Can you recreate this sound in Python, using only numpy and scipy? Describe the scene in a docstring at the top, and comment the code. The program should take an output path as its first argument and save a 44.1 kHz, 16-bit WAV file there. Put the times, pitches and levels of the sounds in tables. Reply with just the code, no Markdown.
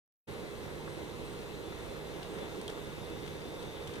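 """A machine turning near 59 times a second drones in a covered riding arena, over a steady rush of air.
Its shaft sounds harmonics and keeps resonances ringing, beside a thin whirr and a band of hiss.
A thin high whine near 8.3 kHz has brief fluttering swells. Far off a horse canters on soft dirt: hooves
knock and thud, grit ticks, buckles clink, and the spray of dirt grows as it nears, all echoed by the roof.
The sound cuts in after a moment of near silence."""
import sys
import numpy as np
from scipy import signal
from scipy.fft import rfft, irfft, next_fast_len
from scipy.io import wavfile
from scipy.ndimage import uniform_filter1d, map_coordinates

SR = 44100
rng = np.random.default_rng(int(sys.argv[2]) if len(sys.argv) > 2 else 0)


def int16_out(signal):
    """Quantize to a 16-bit WAV file."""
    q = np.round(np.clip(np.atleast_2d(signal).T, -1, 1) * 32767)
    wavfile.write(sys.argv[1], SR, q.astype(np.int16))


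N = 176400
TIME_S = np.arange(N) / SR


def amp(db):
    """Amplitude ratio: tenfold for every 20 dB."""
    return 10 ** (np.asarray(db) / 20)


def unit(x):
    """Normalisation to rms 1."""
    return x / np.sqrt(np.mean(x ** 2) + 1e-20)


def along(points, hz):
    """Interpolation of (Hz, value) points on a logarithmic frequency axis."""
    freqs, values = np.transpose(points)
    return np.interp(np.log(hz + 1), np.log(freqs + 1), values)


def wobble(rate):
    """Random modulation: a smooth curve with rate knots a second."""
    return map_coordinates(rng.standard_normal(int(N * rate / SR) + 4), [TIME_S * rate])


def white_noise():
    """White noise, uncorrelated between the two channels."""
    return rng.standard_normal((2, N))


def filtered(x, response):
    """Linear filtering: the spectrum of x times a complex frequency response."""
    size = next_fast_len(N + SR // 2)
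    return irfft(rfft(x, size) * response(np.fft.rfftfreq(size, 1 / SR)), size)[..., :N]


def pan(db):
    """Constant-power panning: two gains, the left db above the right."""
    gains = amp(np.array([db, -db]) / 2)
    return gains / np.sqrt(np.mean(gains ** 2, axis=0))


# Likeness of the two microphone ports. Each row: frequency in Hz, coherence from 0 to 1.
COHERENCE = [(40, 0.18), (150, .65), (480, 1), (670, 0.71), (1000, 0.66), (1300, 1), (1530, 0.064),
             (1800, 0.67), (2650, 0.4), (2900, 0.039), (3700, 1), (4100, 0.55), (4500, 0.35), (6000, 0.8),
             (6500, 0.091), (8000, 0.69), (10000, 0.38), (15000, 0.18)]
# Phase between the ports. Each row: frequency in Hz, lead of the left in radians.
PHASE_LEAD = [(60, 1), (240, 1), (380, 1.1), (560, -1.7), (830, 0.5), (1300, -1), (1750, -3), (2700, -3),
              (3200, -0.8), (4200, -1), (4800, -2.5), (6200, -0.5), (7700, 3), (9800, 7.5), (12600, 16),
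              (15200, 18.5)]

def ports(pair):
    """Partial coherence: two unrelated signals mix into the phase-shifted pair at the ports."""
    angle = lambda hz: np.arccos(np.clip(along(COHERENCE, hz), 0, 1)) / 2
    mid, side = filtered(pair, lambda hz: np.array([np.cos(angle(hz)), np.sin(angle(hz))]))
    phase_shift = lambda hz: np.exp(.5j * along(PHASE_LEAD, hz) * np.array([[1], [-1]]))
    return filtered(np.array([mid + side, mid - side]), phase_shift)


# Stereo balance of broadband sound. Each row: frequency in Hz, left minus right in dB.
BALANCE = [(20, 18), (55, -13), (130, -8), (250, -0.5), (330, -7), (580, -1), (900, -3), (1400, 0.5),
           (2400, 1.5), (2900, 4), (4100, 7), (4600, 0.5), (14000, 0.5)]

def coloured(pair, spectrum):
    """Spectral shaping: stereo sound of rms 1 with the given spectrum."""
    return unit(filtered(ports(pair), lambda hz: amp(along(spectrum, hz)) * pan(along(BALANCE, hz))))


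def resonance(centre, width, order=1):
    """A resonator driven by noise, at rms 1; order 2 has steeper skirts."""
    response = lambda hz: (1j * hz * width / (centre ** 2 - hz ** 2 + 1j * hz * width)) ** order
    return unit(ports(filtered(white_noise(), response)))


def arch(start, length):
    """Semi-elliptical envelope: one swell and fade."""
    progress = (TIME_S - start) / length
    return 2 * np.sqrt(np.maximum(progress * (1 - progress), 0))


def impact(start, attack_s, t60_s):
    """Damped envelope: a quick rise, then exponential decay by 60 dB in t60_s."""
    age = np.maximum(TIME_S - start, 0)
    return (1 - np.exp(-age / attack_s)) * np.exp(-np.log(1000) * age / t60_s)


def bursts(events, spectrum, attack_s, t60_s):
    """Impulsive excitation: a dying puff of noise for each event."""
    envelope = sum(amp(db) * impact(start, attack_s, t60_s) for start, db in events)
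    return envelope * coloured(white_noise(), spectrum)


# The machine's harmonics. Each row: multiple of the shaft rate, level in dB, left minus right in dB.
SHAFT_ORDERS = [(7, -54.5, -6), (8, -55.5, -4), (9, -60, -4), (19, -74, -3), (24, -73, 3), (28, -70.5, -2),
                (29, -73, -4), (30, -72, 0), (32, -75, 2), (47, -77, 10), (48, -75, 9), (56, -79, 2),
                (69, -78, 5), (82, -82, 1), (102, -84, 1)]
SHAFT_HZ, SHAFT_DRIFT, WAVER_DB = 58.92, 0.00072, 1.25

def machine_drone():
    """Periodic forcing: harmonics of the shaft rate, each wavering on its way through the hall."""
    shaft_angle = 2 * np.pi * np.cumsum(SHAFT_HZ * (1 + SHAFT_DRIFT * wobble(2.99))) / SR
    drone = np.zeros((2, N))
    for order, db, side_db in SHAFT_ORDERS:
        phase = order * shaft_angle + rng.uniform(0, 2 * np.pi) + 0.25 * wobble(8.7)
        lead = along(PHASE_LEAD, order * SHAFT_HZ) * np.array([[.5], [-.5]])
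        peak = np.sqrt(2) * amp(db + WAVER_DB * wobble(5.53))
        drone += peak * pan(side_db)[:, None] * np.sin(phase + lead)
    return drone


# The machine's resonances. Each row: centre in Hz, width in Hz, level in dB, left minus right in dB.
MACHINE_MODES = [(153.3, 1.73, -56, -4), (2050, 24, -68, -1.5), (2625, 25, -66, 4)]

def machine_whines():
    """Forced resonance: the machine keeps narrow modes ringing as fuzzy tones."""
    return sum(amp(db) * pan(side_db)[:, None] * resonance(hz, width)
               for hz, width, db, side_db in MACHINE_MODES)


# The rush of air and machinery. Each row: frequency in Hz, relative spectral density in dB.
AIR_SPECTRUM = [(15, -77.5), (35, -74.5), (60, -69), (130, -71), (200, -71.3), (270, -73.5), (320, -67.5),
                (440, -70.5), (540, -71.5), (680, -79.5), (920, -79), (1200, -84.5), (1550, -85.5),
                (2050, -83), (2400, -88), (3000, -88), (3700, -90), (4100, -92.5), (4500, -94.5),
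                (6300, -97.5), (7700, -97), (9000, -97.5), (10200, -101.4), (12800, -103.4),
                (15000, -103.8)]
AIR_DB, PATCHY_DB, FLUTTER_DB = -43, 1, 0.3

def air_rush():
    """Broadband noise: the steady rush under the roof, slightly patchy in time and frequency."""
    spectrogram = signal.stft(white_noise(), nperseg=512)[2]
    patches = uniform_filter1d(rng.standard_normal(spectrogram.shape[1:]), size=7, axis=0)
    patches = uniform_filter1d(patches, size=14, axis=1)
    rush = signal.istft(spectrogram * amp(PATCHY_DB * unit(patches)), nperseg=512)[1][:, :N]
    return amp(AIR_DB + FLUTTER_DB * wobble(10.43)) * coloured(rush, AIR_SPECTRUM)


# Bright hiss, the earlier band first. Each row: centre in Hz, width in Hz, level in dB.
HISS_BANDS = [(3950, 500, -63), (3670, 420, -61.5)]

def sinking_hiss(start_s=1.5, length_s=1.6):
    """Band-limited noise: the hiss sinks in pitch as one band fades into a lower one."""
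    blend = np.clip((TIME_S - start_s) / length_s, 0, 1) * np.pi / 2
    high, low = [amp(db) * resonance(hz, width, order=2) for hz, width, db in HISS_BANDS]
    return np.cos(blend) * high + np.sin(blend) * low


# The whirr's sharply peaked spectrum. Each row: frequency in Hz, relative level in dB.
WHIRR_SPECTRUM = [(3000, -47), (3430, -24), (3480, 0), (3540, -14), (3750, -28), (4000, -18), (4500, -42)]
# Its envelope. Each row: time in seconds, level in dB.
WHIRR_ENVELOPE = [(1.6, -68), (1.68, -63), (2.35, -65.5), (2.44, -58), (2.54, -67), (3.1, -63.5),
                  (3.55, -65), (3.68, -58), (3.76, -65)]

def whirr():
    """Amplitude modulation of narrowband noise: a faint, thin whirr rises partway and swells twice."""
    level_db = np.interp(TIME_S, *np.transpose(WHIRR_ENVELOPE))
    return amp(level_db) * coloured(white_noise(), WHIRR_SPECTRUM)


# Scattered dirt. Each row: frequency in Hz, relative level in dB.
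SPRAY_SPECTRUM = [(300, -17), (1500, 4.5), (3600, -4), (5000, -1.5), (9000, -21), (15000, -16)]
SPRAY_DB, APPROACH_DB_PER_S, SPRAY_SWING_DB, GRAINS_PER_S = -67, 1.44, -0.5, 300

def dirt_spray():
    """Shot noise: grains of dirt land at random, louder as the horse nears."""
    grains = white_noise() * (rng.random(N) < GRAINS_PER_S / SR)
    level_db = SPRAY_DB + APPROACH_DB_PER_S * TIME_S + SPRAY_SWING_DB * wobble(8.68)
    return amp(level_db) * coloured(grains, SPRAY_SPECTRUM)


# Swells of the high whine. Each row: start in seconds, length in seconds, pitch in Hz, level in dB.
WHINE_SWELLS = [(0.44, 0.3, 8400, -71), (0.853, 0.14, 8320, -66), (1.23, 0.13, 8320, -63),
                (2.26, .14, 8370, -67), (3.58, .08, 8400, -68), (3.9, 0.06, 8400, -72)]

def high_whine(jitter_hz=73.6, flutter_db=3.5, steady_db=-75):
    """Frequency and amplitude modulation: a thin steady whine with brief, jittery, fluttering swells."""
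    swells = 0
    for start, length, hz, db in WHINE_SWELLS:
        phase = 2 * np.pi * np.cumsum(hz + jitter_hz * wobble(300)) / SR
        envelope = amp(db + flutter_db * wobble(90)) * arch(start, length)
        swells += envelope * np.sqrt(2) * np.array([np.sin(phase), np.cos(phase)])
    return swells + amp(steady_db) * resonance(centre=8260, width=51)


# Harder knocks of hooves and flung clods. Each row: start in seconds, level in dB.
HOOF_KNOCKS = [(.877, -42), (1.723, -41.5), (2.351, -55), (2.385, -46), (2.424, -44.5), (2.694, -42),
               (2.775, -39.5), (3.77, -45), (3.872, -47), (3.894, -41)]
# Their spectrum. Each row: frequency in Hz, relative level in dB.
KNOCK_SPECTRUM = [(200, -12), (600, -6), (1200, -6), (1900, -6), (3200, -36), (5000, -28), (15000, -40)]

def hoof_knocks():
    """Hard impact: brief contact gives a sharp onset and a strong midrange."""
    return bursts(HOOF_KNOCKS, KNOCK_SPECTRUM, attack_s=0.00049, t60_s=0.04)


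# Ticks of grit and tack. Each row: start in seconds, level in dB, 60 dB decay time in seconds,
# treble tilt in dB per octave.
GRIT_TICKS = [(2.229, -42, 0.034, -3), (2.6135, -41, 0.023, 0.5), (2.6792, -30, 0.0087, 2.5),
              (2.689, -48, .02, -2), (2.697, -40, 0.02, -5), (2.701, -44.5, 0.022, 4),
              (3.099, -47, .02, -1), (3.262, -49, .03, 0), (3.277, -41.5, .03, -3.5), (3.32, -51, .03, -4),
              (3.627, -48, 0.035, 0), (3.765, -50, .03, -6), (3.873, -43.5, 0.044, -0.5),
              (3.936, -44.5, 0.06, -3), (3.955, -49, .04, -3)]
# Their spectrum before the tilt. Each row: frequency in Hz, relative level in dB.
TICK_SPECTRUM = [(300, -29), (1500, -1), (2500, -5), (3500, 1), (5000, -5), (7000, -8.5), (8800, -5.5),
                 (10500, -16), (15000, -25)]

def grit_ticks(tilt_from_hz=2000, left_db=1):
    """Broadband transients: small impacts snap, each with its own decay and brightness."""
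    snap = coloured(white_noise(), TICK_SPECTRUM)
    octaves = lambda hz: np.log2(np.maximum(hz / tilt_from_hz, 1))
    ticks = 0
    for start, db, t60_s, tilt in GRIT_TICKS:
        tilted = unit(filtered(snap, lambda hz: amp(tilt * octaves(hz))))
        ticks += amp(db) * impact(start, attack_s=0.0006, t60_s=t60_s) * tilted
    return pan(left_db)[:, None] * ticks


# Soft dirt under a hoof. Each row: frequency in Hz, relative level in dB.
DIRT_SPECTRUM = [(60, -10), (250, -11), (350, -5), (500, -1.5), (650, -17), (1400, -22), (3000, -22.5),
                 (8000, -44), (15000, -59)]

def push_off(start_s=2.29, length_s=0.18, db=-46):
    """Gradual loading: a dull swell of noise as the horse pushes off through the dirt."""
    return amp(db) * arch(start_s, length_s) * coloured(white_noise(), DIRT_SPECTRUM)


# Hooves landing in the dirt. Each row: start in seconds, level in dB.
HOOF_THUDS = [(2.382, -39), (2.77, -43), (3.64, -45.5)]

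def hoof_thuds():
    """Cushioned impact: soft dirt lengthens the contact, so low frequencies dominate."""
    return bursts(HOOF_THUDS, DIRT_SPECTRUM, attack_s=0.005, t60_s=0.11)


# The bridle's buckles. Each row: start in seconds, centre in Hz, level in dB.
BUCKLE_CLINKS = [(2.68, 3220, -40.5), (3.099, 4620, -57), (3.415, 4680, -53), (3.625, 3920, -47.5),
                 (3.764, 3330, -49), (3.776, 3000, -50), (3.872, 3220, -47)]

def buckle_clinks(attack_s=0.0006, t60_s=0.046, width_hz=590):
    """Damped resonance: each struck buckle rings briefly in one band."""
    return sum(amp(db) * impact(start, attack_s, t60_s) * resonance(hz, width_hz, order=2)
               for start, hz, db in BUCKLE_CLINKS)


def roof_echo(x, t60_s=0.43, db=-8):
    """Reverberation: diffuse reflections from the metal roof decay exponentially."""
    tail = rng.standard_normal((2, SR)) * np.exp(-np.log(1000) * TIME_S[:SR] / t60_s)
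    return amp(db) * signal.fftconvolve(x, tail / np.linalg.norm(tail[0]), axes=1)[:, :N]


def scene():
    """Superposition: air, machine and high whine add to the horse and its echo."""
    horse = dirt_spray() + hoof_thuds() + hoof_knocks() + buckle_clinks() + push_off() + grit_ticks()
    steady = air_rush() + sinking_hiss() + machine_drone() + machine_whines() + whirr() + high_whine()
    return steady + horse + roof_echo(horse)


START_S, FADE_IN_S, SILENCE_DB, TOP_HZ = 0.2702, 0.019, -66, 15550

def record(dry):
    """Gating and band limiting: the sound cuts in after a moment, with nothing above TOP_HZ."""
    opening = np.clip((TIME_S - START_S) / FADE_IN_S, 0, 1)
    return filtered(dry * np.maximum(opening, amp(SILENCE_DB)), lambda hz: hz < TOP_HZ)


dry = scene()
out = record(dry)
int16_out(out)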